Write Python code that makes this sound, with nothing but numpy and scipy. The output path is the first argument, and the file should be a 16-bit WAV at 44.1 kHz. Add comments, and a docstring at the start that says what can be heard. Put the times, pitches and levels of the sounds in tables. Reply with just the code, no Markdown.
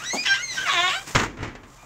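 """A thin squeal comes from the dry hinges of a steel cellar hatch pushed open from below. Stick-slip
friction goes on to give a short squawk, a whistle, then a whine that sinks into a groan as the load
grows and rises as it eases. The leaf scrapes, bangs against its stop, rebounds and rattles, each
impact exciting its modes, and settles with a faint squeak. The stairwell echoes the hinges."""
import sys
import numpy as np
from scipy import signal
from scipy.fft import rfft, irfft, next_fast_len
from scipy.io import wavfile
from scipy.ndimage import uniform_filter1d, minimum_filter1d, map_coordinates

SR = 44100
rng = np.random.default_rng(int(sys.argv[2]) if len(sys.argv) > 2 else 0)


def wav_out(sig):
    """Save sig, one row per channel (or a flat mono array), as 16-bit PCM at SR to the path in sys.argv[1]."""
    wavfile.write(sys.argv[1], SR, np.round(np.clip(np.atleast_2d(sig).T, -1, 1) * 32767).astype(np.int16))


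N = 81585
FLUTTER_HZ = 170  # rate of the fine pitch tremor of hinge and pin


def amp(db):
    """Amplitude ratio of a level in decibels."""
    return 10 ** (np.asarray(db) / 20)


def unit(x):
    """Normalisation to an rms of 1."""
    return x / np.sqrt(np.mean(x ** 2) + 1e-20)


def along(points, hz):
    """Interpolation of (Hz, value) points on a logarithmic frequency axis."""
    freqs, values = np.transpose(points)
    return np.interp(np.log(hz + 1), np.log(freqs + 1), values)


def curves(rows):
    """Linear interpolation in time: one value per sample for each column after the first."""
    times, *columns = np.transpose(rows)
    return [np.interp(np.arange(N) / SR, times, column) for column in columns]


def wobble(rate):
    """Smooth random modulation: a spline through `rate` random values a second."""
    return map_coordinates(rng.standard_normal(4096), [np.arange(N) * rate / SR], mode='wrap')


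def filtered(x, response):
    """Linear filtering: the spectrum of x is multiplied by a frequency response."""
    size = 2 * next_fast_len(len(x))
    return irfft(rfft(x, size) * response(np.fft.rfftfreq(size, 1 / SR)), size)[:len(x)]


def coloured(x, tone):
    """Minimum-phase filtering: a causal response with the given (Hz, dB) shape."""
    def response(hz):
        cepstrum = irfft(np.log(amp(along(tone, hz))))
        cepstrum[1:len(cepstrum) // 2] *= 2
        cepstrum[len(cepstrum) // 2 + 1:] = 0
        return np.exp(rfft(cepstrum))
    return filtered(x, response)


def noise(tone):
    """Spectral shaping: Gaussian noise of rms 1 with the given (Hz, dB) shape."""
    return unit(filtered(rng.standard_normal(N), lambda hz: amp(along(tone, hz))))


def damped(x, t60):
    """Frequency-dependent damping over one second; T60 is the time taken to fall by 60 dB."""
    hz, t, spectra = signal.stft(x[:SR], SR, nperseg=256)
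    decay = amp(-60 * t / along(t60, hz)[:, None])
    return signal.istft(spectra * decay, SR, nperseg=256)[1][:SR]


def ring(modes, scatter_db, detune_hz=3):
    """Free vibration: one second of damped modes, each randomly offset in level and frequency."""
    t = np.arange(SR) / SR
    return sum(amp(db + scatter_db * rng.normal() - 60 * t / t60)
               * np.sin(2 * np.pi * (hz + detune_hz * rng.normal()) * t) for hz, db, t60 in modes)


def stick_slip(phrase, tone):
    """Relaxation oscillation: one pulse per slip; roughness scatters timing and size and adds grit."""
    # Dry hiss of the slipping pin. Each row: frequency in Hz, relative level in dB.
    hiss_tone = [(500, -51), (2600, 14), (7300, 2.5), (9300, -12), (15500, -36)]
    jitter_s, size_db, waver, grit_db, hiss_db = .000037, 6, .0344, -11, -7.5  # at full roughness
    hz, db, roughness = curves(phrase)
    t = np.arange(N) / SR
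    slip_rate = hz * (1 + waver * roughness * wobble(rate=259.1) + .003 * wobble(FLUTTER_HZ))
    cycles = np.cumsum(slip_rate) / SR
    slip_at = np.interp(np.arange(1, int(cycles[-1])), cycles, np.arange(N))
    timing, size = rng.standard_normal((8192, 2))[:len(slip_at)].T
    uneven = roughness[slip_at.astype(int)]
    slip_at = np.clip(slip_at + jitter_s * SR * uneven * timing, 0, N)
    # Windowed sinc pulses let a slip fall between samples.
    taps = slip_at.astype(int)[:, None] + np.arange(-7, 9)
    offset = taps - slip_at[:, None]
    pulses = np.sinc(offset) * np.cos(np.pi * offset / 16) ** 2 * amp(size_db * uneven * size)[:, None]
    slips = np.bincount(np.clip(taps, 0, N).ravel(), pulses.ravel(), N + 1)[:N]
    low_cut_hz = .75 * hz.min()
    slips = filtered(coloured(slips, tone), lambda f: f ** 8 / (f ** 8 + low_cut_hz ** 8))
    slips /= np.sqrt(np.abs(uniform_filter1d(slips ** 2, size=700)) + 1e-12)  # hold the rms at 1
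    friction = amp(grit_db) * noise(tone) + amp(hiss_db) * noise(hiss_tone)
    grit = roughness * friction * (1 + np.cos(2 * np.pi * cycles))
    sounding = uniform_filter1d(1. * (t >= phrase[0][0]) * (t <= phrase[-1][0]), size=300)
    return amp(db) * sounding * (slips + grit)


def hinge_creaks():
    """Stick-slip friction in the dry hinges: the slip rate sets the pitch of each phrase."""
    # Phrases. Each row: time in seconds, slip rate in Hz, relative level in dB, roughness from 0 to 1.
    onset = [(0, 1210, -37, 0.54), (.02, 1311, -38, 0.53), (.042, 1566, -34, 0.7), (.065, 1820, -41, 0.32)]  # the hinge first gives way
    squeal = [(.036, 1680, -42, .4), (.07, 1953, -32, .15), (.098, 1960, -28.5, .12),
              (.12, 2126, -30.5, .2), (.168, 2220, -33, .42), (.19, 2400, -31.5, .2), (.21, 2485, -26, .06),
              (.228, 2470, -32, .15), (.24, 2470, -32, .6), (.255, 2400, -45, .6)]
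    squawk = [(.248, 1123, -38, .6), (.26, 1000, -23.5, .7), (.272, 905, -20.5, .75),
              (.283, 792, -21.5, .35), (.295, 791, -20, .16), (.32, 790, -19.5, .11), (.339, 792, -24, .25),
              (.343, 1029, -24, .6), (.357, 1068, -28, .7), (.365, 1230, -29.5, .55), (.39, 1440, -32, .35),
              (.415, 1498, -37, .35), (.43, 1600, -50, .4)]
    whistle = [(.365, 1700, -43, .5), (.4, 1970, -36, .4), (.433, 2165, -31, .08), (.46, 2107, -32, .1),
               (.49, 2089, -33, .15), (.52, 2019, -32.5, .2), (.535, 1945, -35, .45),
               (.565, 1890, -36, .65), (.61, 1850, -46, 1)]
    whine = [(.565, 1612, -38, 1), (.582, 1548, -25, 0.5), (.606, 1520, -30, 0.5), (.622, 1656, -27.5, 0.4),
             (.655, 1430, -32, 0.4), (.688, 1260, -26, 0.35), (.725, 1150, -36, 0.6)]
    groan = [(.655, 737.5, -33, 0.53), (.675, 689.4, -25.5, 0.72), (.695, 565.8, -23.5, 0.36),
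             (.715, 550.5, -24, 0.33), (.726, 387.9, -21, 0.6), (.745, 365.7, -21.5, 0.35),
             (.775, 338, -20.5, .3), (.79, 342, -21, .15), (.805, 353, -21, 0.25), (.835, 359, -20, 0.1),
             (.872, 371, -21, 0.04), (.888, 374, -23.5, 0.6), (.91, 380, -34, 0.8)]  # the load grows
    release = [(.89, 520, -32, .7), (.91, 559, -25, .35), (.93, 635, -27.5, .5), (.945, 700, -28.5, .55),
               (.96, 764, -28, .17), (.972, 769, -27.5, .1), (.99, 782, -35, .3), (1.02, 800, -50, .3)]  # the load eases
    settle = [(1.77, 1225, -66, 0.296), (1.8, 1188, -55, 0.37), (1.85, 1230, -60, 0.3)]  # the leaf comes to rest
    # Spectral envelopes of the phrases. Each row: frequency in Hz, relative level in dB.
    whine_tone = [(700, -11.5), (1400, 9.5), (3100, 2.5), (4600, -14), (6200, -3), (9000, -59)]
    squeal_tone = [(1000, -4), (2100, 0), (4200, -3), (5000, 0), (6500, 0), (7400, -10), (8400, -21),
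                   (9600, -42)]
    squawk_tone = [(800, -22), (1100, -7), (1600, 2), (2000, 4), (2350, -9), (2750, 5), (3150, 2),
                   (4000, -13), (4750, -14), (5500, -4), (9500, -42)]
    groan_tone = [(200, -18), (360, -4.5), (520, -8), (720, 1), (1080, 6), (1700, 1.5), (3700, 1.5),
                  (4700, -16), (7200, -8), (9000, -56)]
    release_tone = [(300, -22), (750, 0.5), (2300, 4), (3200, 5.5), (4200, -8), (5400, -5), (6200, -25),
                    (7400, -3), (9500, -35)]
    phrases = [(onset, whine_tone), (squeal, squeal_tone), (squawk, squawk_tone), (whistle, squeal_tone),
               (whine, whine_tone), (release, release_tone), (settle, whine_tone)]
    squeaks = sum(stick_slip(phrase, tone) for phrase, tone in phrases)
    return squeaks + bracket(stick_slip(groan, groan_tone))


def through_leaf(x):
    """Dispersion: bending waves carry treble faster than bass, smearing each slip over milliseconds."""
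    spread_s, reference_hz, lead_s = .006, 1000, .004

    def response(hz):
        lag_cycles = 2 * spread_s * np.sqrt(hz * reference_hz) - lead_s * hz
        return np.exp(-2j * np.pi * lag_cycles)
    return filtered(x, response)


def wandering_contact(x):
    """Spectral modulation: as the contact wanders over the rusty pin, overtones swell and fade apart."""
    swell_db, width_hz, swell_s = 2.5, 700, .02
    hz, t, spectra = signal.stft(x, SR, nperseg=512)
    grid = np.meshgrid(hz / width_hz, t / swell_s, indexing='ij')
    swells = map_coordinates(rng.standard_normal((64, 128)), grid)
    return signal.istft(spectra * amp(swell_db * (swells - .5)), SR, nperseg=512)[1][:N]


def stairwell(x):
    """Reverberation: reflections between steel and masonry merge into a short diffuse tail."""
    # Decay of the echo. Each row: frequency in Hz, T60 in seconds.
    well_t60 = [(200, 0.19), (1500, 0.2), (7000, 0.042)]
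    tail = damped(rng.standard_normal(SR), well_t60)
    return signal.fftconvolve(x, tail / np.linalg.norm(tail))[:N]


def air():
    """Ambient noise: a broad outdoor hush and the hum of the stairwell's low resonance."""
    # Spectrum of the hush. Each row: frequency in Hz, relative level in dB.
    air_tone = [(25, 24.5), (50, 42), (80, 17), (350, 17.5), (1200, 31.5), (2500, -10), (15500, -3)]
    hum_hz, half_width_hz = 128, 14
    hum = filtered(rng.standard_normal(N), lambda hz: 1 / (1 + ((hz - hum_hz) / half_width_hz) ** 2))
    return amp(-54) * noise(air_tone) + amp(-56) * unit(hum)


def contact_noise(level, tone):
    """Amplitude modulation: a fast random flicker gives the noise of steel on steel its grain."""
    db, = curves(level)
    started = np.arange(N) / SR >= level[0][0]
    return amp(db + 1.7 * wobble(rate=210)) * noise(tone) * started


def scrape():
    """Sliding friction: the leaf rubs on its frame and radiates broadband noise."""
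    # Course of the rubbing. Each row: time in seconds, level in dB.
    rub_level = [(0, -44), (.24, -45.5), (.5, -48), (.55, -38), (.62, -39.5), (1, -42), (1.05, -45.5),
                 (1.08, -35), (1.11, -38.5), (1.15, -41.5), (1.3, -111), (1.72, -52.5), (1.81, -54.5),
                 (1.85, -55.5)]
    # Its spectrum. Each row: frequency in Hz, relative level in dB.
    rub_tone = [(60, -9), (120, 6), (200, 3.5), (380, 2.5), (700, 2.5), (2000, 3), (4200, -4), (7300, 2.5),
                (9500, -12.5), (15500, -15.5)]
    return contact_noise(rub_level, rub_tone)


def knocks():
    """Damped transients: the leaf shifts in its hinges with dull knocks."""
    # Shifts of the leaf. Each row: start in seconds, level in dB.
    shifts = [(.133, -23), (.144, -24), (1.828, -43.5)]
    # Spectrum of a knock. Each row: frequency in Hz, relative level in dB.
    knock_tone = [(59, -60), (184, -15), (253, -0.5), (472, -12.5), (686, -1.5), (1160, -14), (2500, -60),
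                  (7000, -20.5), (10000, -42)]
    # Its decay. Each row: frequency in Hz, T60 in seconds.
    knock_t60 = [(230, 0.28), (600, 0.12), (5000, 0.24)]
    out = np.zeros(N)
    for start, db in shifts:
        add(out, start, amp(db) * damped(noise(knock_tone), knock_t60))
    return out


def pin():
    """Natural vibration: during the squawk the pin sings its own tone, out of tune with the slips."""
    span_s, pin_hz = (.272, .36), 4052
    t = np.arange(N) / SR
    swell = np.sin(np.pi * np.interp(t, span_s, (0, 1)))
    return amp(-33) * swell * np.sin(2 * np.pi * pin_hz * t + wobble(FLUTTER_HZ) / np.pi)


def bracket(x):
    """Forced resonance: the hinge bracket colours the slow slips of the groan."""
    # Bracket modes. Each row: centre in Hz, bandwidth in Hz, gain in dB relative to the direct path.
    modes = [(1080, 70, -9), (1740, 130, -2), (2240, 200, -2), (3550, 250, -3)]

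    def response(hz):
        return 1 + sum(amp(db) * 1j * hz * width / (centre ** 2 - hz ** 2 + 1j * hz * width)
                       for centre, width, db in modes)
    return filtered(x, response) / 2 ** .5


def bang():
    """Impact excitation: each blow cracks, rings the sheet and flexes the leaf; soft ones rise slower."""
    # Blows of the leaf. Each row: start in seconds, then clang, crack and thump levels in dB.
    blows = [(1.149, -23, -19, -20), (1.153, -28, -12, -26), (1.157, -30, -13, -30), (1.164, -35, -18, -21),
             (1.188, -36, -22, -34), (1.198, -27, -17, -36), (1.233, -34, -28, -31), (1.37, -43, -38, -58),
             (1.386, -38, -50, -35), (1.405, -38, -40, -32), (1.428, -31, -29, -28), (1.445, -37, -33, -34),
             (1.474, -42, -36, -36), (1.551, -43, -34, -68), (1.595, -52.5, -67, -37),
             (1.632, -47, -41, -42)]
    # Modes. Each row: frequency in Hz, relative level in dB, T60 in seconds.
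    sheet_modes = [(240, -2, .45), (360, -6, .35), (475, -3, .25), (790, -5, .2), (1136, 0, .19),
                   (1400, 0, .2), (1583, -2, .2), (1960, 0, .2), (2126, -3, .2), (2670, -10, .25)]  # ringing of the sheet
    flex_modes = [(47, -12, .8), (88, -6, .12), (109, 0, .19), (136, -10, .25)]  # bending of the whole leaf
    # Noise spectra. Each row: frequency in Hz, relative level in dB.
    clang_tone = [(35, -20), (60, -7), (187, -4.5), (226, 5.5), (480, -1.5), (600, -6), (1960, -2.5),
                  (4120, -21), (7030, -25), (15500, -77)]  # modes too crowded to tell apart
    crack_tone = [(60, -9), (160, 0), (1900, 0), (3400, -5), (4800, -12), (7200, -11), (9000, -32),
                  (15500, -43)]
    # Decay of the crowded modes. Each row: frequency in Hz, T60 in seconds.
    clang_t60 = [(100, 0.65), (350, 0.49), (1000, 0.28), (3000, 0.36), (7000, 0.4), (12000, 0.31)]
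    crack_t60_s, full_scale_rise_s = .05, .00003
    out, t = np.zeros(N), np.arange(SR) / SR
    for start, clang_db, crack_db, thump_db in blows:
        clang = damped(noise(clang_tone), clang_t60) + amp(-16) * ring(sheet_modes, scatter_db=8)
        crack = noise(crack_tone)[:SR] * amp(-60 * t / crack_t60_s)
        thump = ring(flex_modes, scatter_db=1.5)
        rise = 1 - np.exp(-t * amp(max(clang_db, crack_db)) / full_scale_rise_s)
        add(out, start, rise * (amp(clang_db) * clang + amp(crack_db) * crack - amp(thump_db) * thump))
    return out


def chatter():
    """Contact rattle: loose hardware buzzes after the blows."""
    # Course of the buzz. Each row: time in seconds, level in dB.
    chatter_level = [(1.16, -25.5), (1.2, -28.5), (1.25, -30), (1.29, -48.5), (1.38, -62), (1.44, -41),
                     (1.53, -87)]
    # Its spectrum. Each row: frequency in Hz, relative level in dB.
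    chatter_tone = [(300, -15), (1000, 25), (2200, 19.5), (4500, 4.5), (7200, 13), (9500, -12.5),
                    (15500, -11)]
    return contact_noise(chatter_level, chatter_tone)


def add(out, start, x):
    """Superposition: x is mixed into out from `start` seconds on."""
    i = round(start * SR)
    out[i:i + len(x)] += x[:N - i]


def scene():
    """Superposition of the hinges, their echo, the leaf and the air in one channel."""
    hinges = amp(.99) * wandering_contact(through_leaf(hinge_creaks())) + pin()
    leaf = knocks() + scrape() + bang() + chatter()
    return (hinges + amp(-8.5) * stairwell(hinges) + leaf + air())[None]


def record(dry):
    """Peak limiting and band limiting: the gain dips at the loudest peaks and the top treble is cut."""
    ceiling_db, top_hz = -3, 15750
    allowed_gain = np.minimum(1, amp(ceiling_db) / (np.abs(dry[0]) + 1e-9))
    gain = uniform_filter1d(minimum_filter1d(allowed_gain, size=131), size=131)
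    return filtered(dry[0] * gain, lambda hz: hz < top_hz)[None]


dry = scene()
out = record(dry)
wav_out(out)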